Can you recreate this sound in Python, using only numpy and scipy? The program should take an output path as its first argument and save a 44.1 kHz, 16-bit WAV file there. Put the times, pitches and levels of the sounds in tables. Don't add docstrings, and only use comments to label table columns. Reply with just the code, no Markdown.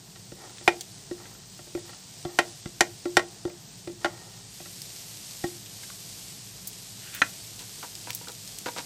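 import sys
import numpy as np
from scipy import signal
from scipy.fft import rfft, irfft, next_fast_len
from scipy.io import wavfile
from scipy.ndimage import uniform_filter1d

SR = 44100
rng = np.random.default_rng(int(sys.argv[2]) if len(sys.argv) > 2 else 0)


def transcribe(u):
    v = np.clip(np.atleast_2d(u).T, -1, 1)
    q = np.round(v * 32767).astype(np.int16)
    wavfile.write(sys.argv[1], SR, q)


def makeup_ratio(level_db):
    decades = np.asarray(level_db, float) / 20
    return 10 ** decades


N = 390637
T = np.arange(9000) / SR
LIFT_S = 4.48

# frequency in Hz, level in dB per Hz.
FAN_COLOUR = [(15, -47), (25, -40), (54, -6.5), (75, -27), (92, -8), (112, 4.5), (140, -3.5), (188, 0),
              (238, -12), (437, -12.5), (534, -25.5), (666, -14), (1290, -24.5), (2000, -23.5), (2600, -76),
              (4400, -120)]
# frequency in Hz, width in Hz, level in dB.
HUM_TONES = [(48.4, 3, -69.5), (107.7, 9.3, -61.5), (147.6, 6.8, -63)]
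# time in seconds, level in dB.
FRY_VIGOUR = [(0.0, -52), (0.67, -47.5), (1.3, -50), (2.29, -47), (3.8, -50.5), (4.46, -48.5), (6.0, -47.5),
              (6.69, -49), (7.18, -46.5), (7.45, -48.5), (8.86, -47)]
# frequency in Hz, level in dB per Hz.
FRY_COLOUR = [(530, -4.5), (900, -9), (1290, -10.5), (2040, -6), (4800, 3.5), (8250, 2), (10400, -11),
              (12400, -8), (15100, -19.5), (16000, -42)]
# frequency in Hz, t60 in seconds, level in dB when struck at the centre, half way,
# at the rim, and when touched softly.
PLATE_MODES = [(147, 0.044, -9, -11, -13, -13), (269, 0.04, -12, -9, -8, -13),
               (350.6, 0.17, -4.5, -8, -8.5, 0.0), (469, 0.079, -9.5, -8.5, -23, -8),
               (590.5, 0.12, -10, -5, -6, -7), (724, 0.03, 8, 3.5, 2.5, -1),
               (812, 0.083, -2, -6, -2, -13.5), (871, 0.095, -4, -8.5, -8, -18),
               (1105, 0.17, -26, -19, -15, -29), (1373, 0.06, -2, -1.5, 4.5, -16),
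               (1587, 0.052, -32, -4.5, -7, -27), (1882, 0.069, 0.5, 3, 0.5, -19),
               (2033, 0.08, -9, -8.5, -6, -24.5), (2432, 0.045, 6, -2.5, -22, -26)]
# frequency in Hz, t60 in seconds, level in dB.
UPPER_MODES = [(1604, 0.066, -16), (2264, 0.044, -13), (2870, 0.055, -11.5), (3150, 0.065, -12),
               (3505, 0.033, -7.5), (3804, 0.11, -18.5), (4510, 0.032, -14), (5450, 0.076, -17.5),
               (5905, 0.059, -14)]
UPPER_GAIN_DB = [-2.5, -1, -6, -18]
MODE_FAMILIES = [(1000, 9000), (0, 300), (300, 400), (400, 1000)]
# time in seconds, body level in dB, upper modes in dB.
BRUSHES = [(0.158, -53, -39), (0.4953, -54, -44), (0.6095, -47, -46), (1.254, -54, -38),
           (1.3486, -56, -45.5), (1.4347, -63, -53), (1.5908, -44.5, -42), (1.6706, -49, -47),
           (1.7739, -39.5, -40), (1.8923, -51, -38), (1.931, -56, -42), (2.657, -48, -33.5),
           (5.4396, -52, -32.5), (3.4759, -39, -44), (3.499, -46.5, -42), (4.175, -50, -45),
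           (4.6013, -42, -43), (4.6571, -52, -37.5)]
# time in seconds, flexing level in dB, body and thump in dB
LANDINGS = [
    (0.3189, -42.5, 1, -3.5, 0.7),
    (1.1115, -29.5, -8, -12, 1.1),
    (1.75, -26.5, -9, -18, 1.05),
    (2.2503, -31.5, -0.5, -6.5, 1.6),
    (2.6569, -40, -5, 5, 0.91),
    (3.055, -26, -6.5, -13.5, 1.75),
    (3.4517, -25, -10, -14, 1.13),
    (3.8736, -32.5, -5, -14, 1.1),
    (3.8971, -39, -13, -15, 1.05),
    (5.439, -27, -0.5, -7, 1.4),
]
# start, hardest moment and end in seconds, level in dB at the hardest.
PLATE_STROKES = [
    (0.36, 0.44, 0.58, -45.5),
    (0.6, 0.63, 0.69, -56),
    (1.17, 1.2, 1.26, -47),
    (1.24, 1.262, 1.42, -54),
    (1.42, 1.44, 1.4, -54),
    (1.84, 1.895, 2.02, -51),
    (2.27, 2.285, 2.6, -51.5),
    (3.99, 4.03, 4.5, -50),
    (4.58, 4.606, 4.27, -44),
    (4.64, 4.666, 4.45, -53),
]
# frequency in Hz, width in Hz, level in dB.
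RUBBED_PLATE = [(353, 130, 0.5), (600, 100, -4), (760, 91, 2.5), (970, 180, -3.5), (1265, 310, -4.5),
                (1430, 120, -4), (1860, 55, -1), (2430, 180, -10.5)]
# time in seconds, level in dB, centre in Hz, t60 in seconds.
SPITS = [(0.572, -37, 3300, 0.02), (0.5831, -33, 3150, 0.028), (0.8089, -20, 5500, 0.048),
         (4.8183, -23, 6260, 0.03), (5.66, -32, 4000, 0.054), (6.673, -17, 8900, 0.069),
         (6.7313, -31, 5750, 0.03), (7.148, -25, 9500, 0.079), (7.2933, -36, 5700, 0.025),
         (7.446, -31, 6000, 0.033), (7.592, -28.5, 5040, 0.069), (7.953, -24, 5470, 0.03),
         (8.019, -37, 5740, 0.03), (8.04, -34, 4090, 0.026), (8.105, -16, 3900, 0.021),
         (8.131, -27, 5450, 0.052), (8.149, -16.5, 9900, 0.061), (8.285, -44, 3000, 0.03),
         (8.284, -22.5, 4300, 0.023), (8.319, -26, 6480, 0.023), (8.4761, -26, 5920, 0.037),
         (8.5865, -19.5, 6450, 0.029)]
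# time in seconds, level in dB, crack level in dB, share of ring left
KNOCKS = [
    (0.677, 1, -19, 1, 0.05),
    (2.3876, -1.5, -18, 1, 0.89),
    (2.807, -1, -9.5, 0.95, 0.93),
    (3.1684, 0.5, -11.5, 1, 1.16),
    (3.193, -14, -30, 0.99, 1.5),
    (4.045, -10, -31.5, 0.86, 2.2),
    (4.057, -13.5, -39, 0.93, 2.13),
]
# time in seconds, level in dB, crack level in dB, pitch factor of the part that lands.
RAPS = [
    (5.8326, -35, -36, 1.17),
    (5.899, -33.5, -38, 0.8),
    (7.2176, -0.5, -25, 1.001),
]
# frequency in Hz, level in dB, t60 in seconds.
SPATULA_MODES = [(290, -15.5, 0.073), (1070, -20, 0.069), (1372, -1.5, 0.069), (1466, 3, 0.026),
                 (1550, -5.5, 0.028), (1717, -4, 0.064), (1825, -4, 0.05), (1990, -1, 0.033),
                 (2500, -23, .040), (2488, -1, 0.035), (3050, -16, 0.041), (3440, -19, 0.029),
                 (4105, -9., 0.032), (6240, -16, 0.036)]
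# start, hardest moment and end in seconds, level in dB at the hardest.
WORKTOP_STROKES = [
    (7.0, 7.1, 7.135, -49),
    (7.128, 7.142, 7.2, -41),
]
# frequency in Hz, width in Hz, level in dB.
WORKTOP = [(1450, 270, -2), (1900, 400, -0.5), (2500, 500, -5), (3300, 900, -0.5)]
# time in seconds, level in dB, length in seconds, crunch level in dB,
# crispness in dB.
PRODS = [
    (7.597, -41, 0.055, -3, 0),
    (7.827, -27.5, 0.033, 0, -9.5),
    (8.071, -28, 0.049, -4.5, -8),
    (8.21, -38, 0.052, -10, -14),
    (8.271, -33, 0.042, 1, -22),
    (8.659, -20.5, 0.049, -5, -16),
    (8.762, -24.5, 0.055, -1.5, -6.5),
]
# frequency in Hz, width in Hz, level in dB.
PAN = [(288, 87, -4), (494, 35, 2), (730, 170, -3.5), (960, 48, 5), (1255, 220, -5.5), (1530, 190, -4),
       (2320, 1640, -16)]
# frequency in Hz, t60 in seconds.
KITCHEN = [(350, 0.3), (1500, 0.14), (5000, 0.15)]
# frequency in Hz, share of moments before 4.48 s, # share
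FLIPPED = [(8600, .02, .03), (9300, .35, .06), (10700, .68, .16), (12700, .68, .1), (13400, .45, .3),
           (14100, .15, .65), (14800, .08, .75)]


def level(x, db):
    return x * makeup_ratio(db) / np.sqrt(np.mean(x ** 2))


def band(x, lo_hz, hi_hz):
    return signal.sosfilt(signal.butter(2, [lo_hz, min(hi_hz, 0.45 * SR)], "band", fs=SR, output="sos"), x)


def colour(x, points):
    hz, db = np.transpose(points)
    size = next_fast_len(len(x))
    f = np.maximum(np.fft.rfftfreq(size, 1 / SR), 1)
    gain = makeup_ratio(np.interp(np.log(f), np.log(hz), db))
    return irfft(rfft(x, size) * gain, size)[:len(x)]


def resonate(x, peaks):
    out = 0
    for k, (hz, width_hz, db) in enumerate(peaks):
        out = out + (-1) ** k * makeup_ratio(db) * signal.lfilter(*signal.iirpeak(hz, hz / width_hz, SR), x)
    return out


def walk(rate_hz):
    k = int(SR / rate_hz)
    steps = np.repeat(rng.standard_normal(N // k + 1), k)
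    return uniform_filter1d(uniform_filter1d(steps, k), k)[:N]


def grit(rate_hz, spread_db, count):
    size = makeup_ratio(spread_db * np.minimum(rng.exponential(size=count), 3.5))
    return (rng.random(count) < rate_hz / SR) * size * rng.standard_normal(count)


def add(track, s, x):
    i = int(s * SR)
    track[i:i + len(x)] += x[:N - i]


def fade(t60_s):
    return np.exp(-np.log(1000) * T / np.maximum(t60_s, 0.003))


def ring(hz, db, t60_s, chance, spot_db):
    hz, db, t60_s, a, b = (np.reshape(v, (-1, 1)) for v in (hz, db, t60_s, *chance))
    sign = (-1) ** np.arange(len(hz))[:, None]
    muffle = 0.086 + 1.5 * np.exp(-(T / (0.38 * np.maximum(t60_s, 0.003))) ** 2)
    wave = np.sin(2 * np.pi * hz * (1 + 0.004 * b) * T)
    x = np.sum(sign * makeup_ratio(db + spot_db * a) * fade(t60_s) * muffle * wave, axis=0)
    x = x * np.minimum(T / 0.00067, 1)
    return x / np.abs(x).max()


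def crack(lo_hz, hi_hz, t60_s, tail_db, tail_t60_s):
    decay = fade(t60_s) + makeup_ratio(tail_db) * fade(tail_t60_s)
    x = band(rng.standard_normal(len(T)), lo_hz, hi_hz) * decay
    return x / np.abs(x).max()


def snap(length_s):
    return np.sin(2 * np.pi * np.minimum(T / length_s, 1))


def struck(spot):
    blade = [(hz, t60_s, *(db + np.array(UPPER_GAIN_DB))) for hz, t60_s, db in UPPER_MODES]
    return np.transpose([(hz, t60_s, np.interp(spot, range(len(db)), db))
                         for hz, t60_s, *db in PLATE_MODES + blade])


def drag(strokes, peaks, press_db, ease_db, hiss_db):
    t = np.arange(N) / SR
    slips = grit(4000, 1.6, N)
    body = level(resonate(slips, peaks), 0)
    hiss = level(band(slips, 1330, 6100), 0)
    push = 0
    for start_s, hardest_s, end_s, db in strokes:
        touch = np.clip(np.minimum((t - start_s) / 0.0099, (end_s - t) / 0.0033), 0, 1)
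        moments_s = [start_s, hardest_s, max(end_s, hardest_s + 0.001)]
        push = push + touch * makeup_ratio(db - np.interp(t, moments_s, [press_db, 0, ease_db]))
    return band(push * (body + makeup_ratio(hiss_db) * hiss) * makeup_ratio(2.4 * walk(30)), 150, 8900)


def fan():
    drone = colour(rng.standard_normal(N), FAN_COLOUR)
    low = band(drone, 20, 340)
    wavering = low * makeup_ratio(1.2 * walk(4.3)) + (drone - low) * makeup_ratio(1.2 * walk(4.15))
    tones = sum(level(resonate(rng.standard_normal(N), [(hz, width_hz, 0)]), db)
                for hz, width_hz, db in HUM_TONES)
    return level(wavering, -52.5) + tones


def fry():
    t = np.arange(N) / SR
    lifted = np.clip((t - LIFT_S) / 0.083, 0, 1)
    bubbles = level(rng.standard_normal(N), 0) + level(grit(1500, 2.5, N), -6)
    hiss = level(colour(bubbles, FRY_COLOUR), 0.83) * makeup_ratio(0.82 * walk(12))
    top_shaded_db, top_open_db = 4, 5.5
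    top_gain = makeup_ratio(top_shaded_db + lifted * (top_open_db - top_shaded_db)) - 1
    hiss = hiss + top_gain * band(hiss, 8920, 18100)
    self_noise = level(band(rng.standard_normal(N), 13700, 13800), -68)
    x = makeup_ratio(np.interp(t, *np.transpose(FRY_VIGOUR)) + 3.5 * lifted) * hiss + self_noise
    return signal.sosfilt(signal.ellip(10, 0.2, 90, 15150, fs=SR, output="sos"), x)


def touches():
    rows = []  # s, dB of upper modes, thump, flexing and body, share of ring left
    for s, db, body_db, thump_db, grip in LANDINGS:
        rows.append((s, db + body_db + 0.4, db + thump_db, db, db + body_db, grip))
    for s, db, upper_db in BRUSHES:
        rows.append((s, upper_db, db - 15, db - 6, db, 1.27))
    rows.sort()
    trims_db, ring_shares = [0, 10, 4, 3.5], [0.79, 0.9, 0.95, 1.06]
    hz, t60_s, mode_db = struck(3)
    out = np.zeros(N)
    chance = rng.standard_normal((len(rows), 2, len(hz)))
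    for (s, *family_db, grip), c in zip(rows, chance):
        add(out, s, makeup_ratio(family_db[0] - 1) * crack(1000, 5500, 0.028, -18, 0.05))
        for db, trim_db, share, (lo_hz, hi_hz) in zip(family_db, trims_db, ring_shares, MODE_FAMILIES):
            k = (hz >= lo_hz) & (hz < hi_hz)
            modes = ring(hz[k], mode_db[k], share * grip * t60_s[k], c[:, k], 4.8)
            add(out, s + 0.0006, makeup_ratio(db + trim_db) * modes)
    return out


def plate_scrapes():
    return drag(PLATE_STROKES, RUBBED_PLATE, press_db=12, ease_db=15.5, hiss_db=-8)


def spits():
    out = np.zeros(N)
    for s, db, hz, t60_s in SPITS:
        burst = rng.standard_normal(len(T)) * (fade(0.0026) + 0.5 * fade(t60_s))
        x = band(burst, 0.58 * hz, 1.68 * hz)
        airy = band(burst, 11000, 15000)
        add(out, s, makeup_ratio(db) * (x / np.abs(x).max() + makeup_ratio(-11) * airy / np.abs(airy).max()))
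    return out


def knocks():
    out = np.zeros(N)
    chance = rng.standard_normal((len(KNOCKS), 2, len(PLATE_MODES + UPPER_MODES)))
    for (s, db, crack_db, grip, spot), c in zip(KNOCKS, chance):
        hz, t60_s, mode_db = struck(spot)
        body = ring(hz, mode_db, grip * t60_s, c, 1) + makeup_ratio(-8) * crack(290, 3550, 0.05, -9, 0.079)
        bright = makeup_ratio(crack_db + 2.5) * crack(3700, 8550, 0.024, -14.5, 0.054)
        add(out, s + 0.00048, makeup_ratio(db - 2.5) * (body + 0.8 * snap(0.0005)) + bright)
    return out + makeup_ratio(-14.5) * np.roll(out, int(0.002794 * SR))


def raps():
    out = np.zeros(N)
    chance = rng.standard_normal((len(RAPS), 2, len(SPATULA_MODES)))
    choke = np.clip((0.024 - T) / 0.0091, 0.2, 1)
    hz, mode_db, t60_s = np.transpose(SPATULA_MODES)
    for (s, db, crack_db, pitch), c in zip(RAPS, chance):
        body = choke * ring(pitch * hz, mode_db, t60_s, c, 0.79)
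        body = body + makeup_ratio(-11.5) * crack(780, 2500, 0.055, -15, 0.1) + 0.84 * snap(0.00049)
        bright = makeup_ratio(crack_db + 0.5) * crack(3400, 7800, 0.039, -16, 0.11)
        add(out, s + 0.00036, makeup_ratio(db - 2.1) * body + bright)
    return out


def worktop_slide():
    return drag(WORKTOP_STROKES, WORKTOP, press_db=5, ease_db=2.5, hiss_db=-4)


def prods():
    out = np.zeros(N)
    for s, db, length_s, crunch_db, crisp_db in PRODS:
        bits = level(grit(2500, 2.6, len(T)), 0) * np.clip((length_s - T) / 0.02, 0, 1)
        blow = rng.standard_normal(len(T)) * fade(0.019)
        thud = resonate(makeup_ratio(crunch_db - 7) * bits + blow, PAN)
        crisp = makeup_ratio(crisp_db - 3.5) * band(bits, 1900, 5900)
        add(out, s, makeup_ratio(db) * (0.85 * thud / np.abs(thud).max() + crisp))
    return out


def kitchen(x, wet_db):
    tail = sum(band(rng.standard_normal(len(T)), hz / 2.63, hz * 1.8) * fade(t60_s) for hz, t60_s in KITCHEN)
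    tail = tail * np.clip((T - 0.006) / 0.0052, 0, 1)
    return x + makeup_ratio(wet_db) * signal.fftconvolve(x, tail / np.sqrt(np.sum(tail ** 2)))[:N]


def scene():
    contacts = touches() + plate_scrapes() + knocks() + raps() + worktop_slide() + prods()
    mono = fan() + fry() + kitchen(contacts + spits(), wet_db=-20)
    return np.array([mono, mono])


def flip_quiet_treble(x):
    f, t, z = signal.stft(x, SR, nperseg=1024, noverlap=768)
    edge_hz, early, late = np.transpose(FLIPPED)
    width_hz = 690
    for hz in np.arange(8600, 15400, width_hz):
        k = (f >= hz) & (f < hz + width_hz)
        power = uniform_filter1d(np.mean(np.abs(z[k]) ** 2, axis=0), size=8)
        db = 10 * np.log10(power + 1e-14)
        quiet = db < uniform_filter1d(db, size=200) + 5
        share = np.where(t < LIFT_S, np.interp(hz, edge_hz, early), np.interp(hz, edge_hz, late))
        luck = np.repeat(rng.random(len(t) // 10 + 1), 10)[:len(t)]
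        z[k] = z[k] * np.where(quiet & (luck < share), -1, 1)
    return signal.istft(z, SR, nperseg=1024, noverlap=768)[1][:N]


def roll_off(x):
    return signal.sosfilt(signal.butter(12, 16470, fs=SR, output="sos"), x)


def record(dry):
    x = signal.sosfilt(signal.butter(4, 40, "high", fs=SR, output="sos"), dry[0])
    x = 1.3 * np.tanh(x / 1.3)
    x = signal.sosfilt(signal.ellip(8, 0.2, 70, 16300, fs=SR, output="sos"), x)
    return roll_off(np.array([x, flip_quiet_treble(x)]))


dry = scene()
out = record(dry)
transcribe(out)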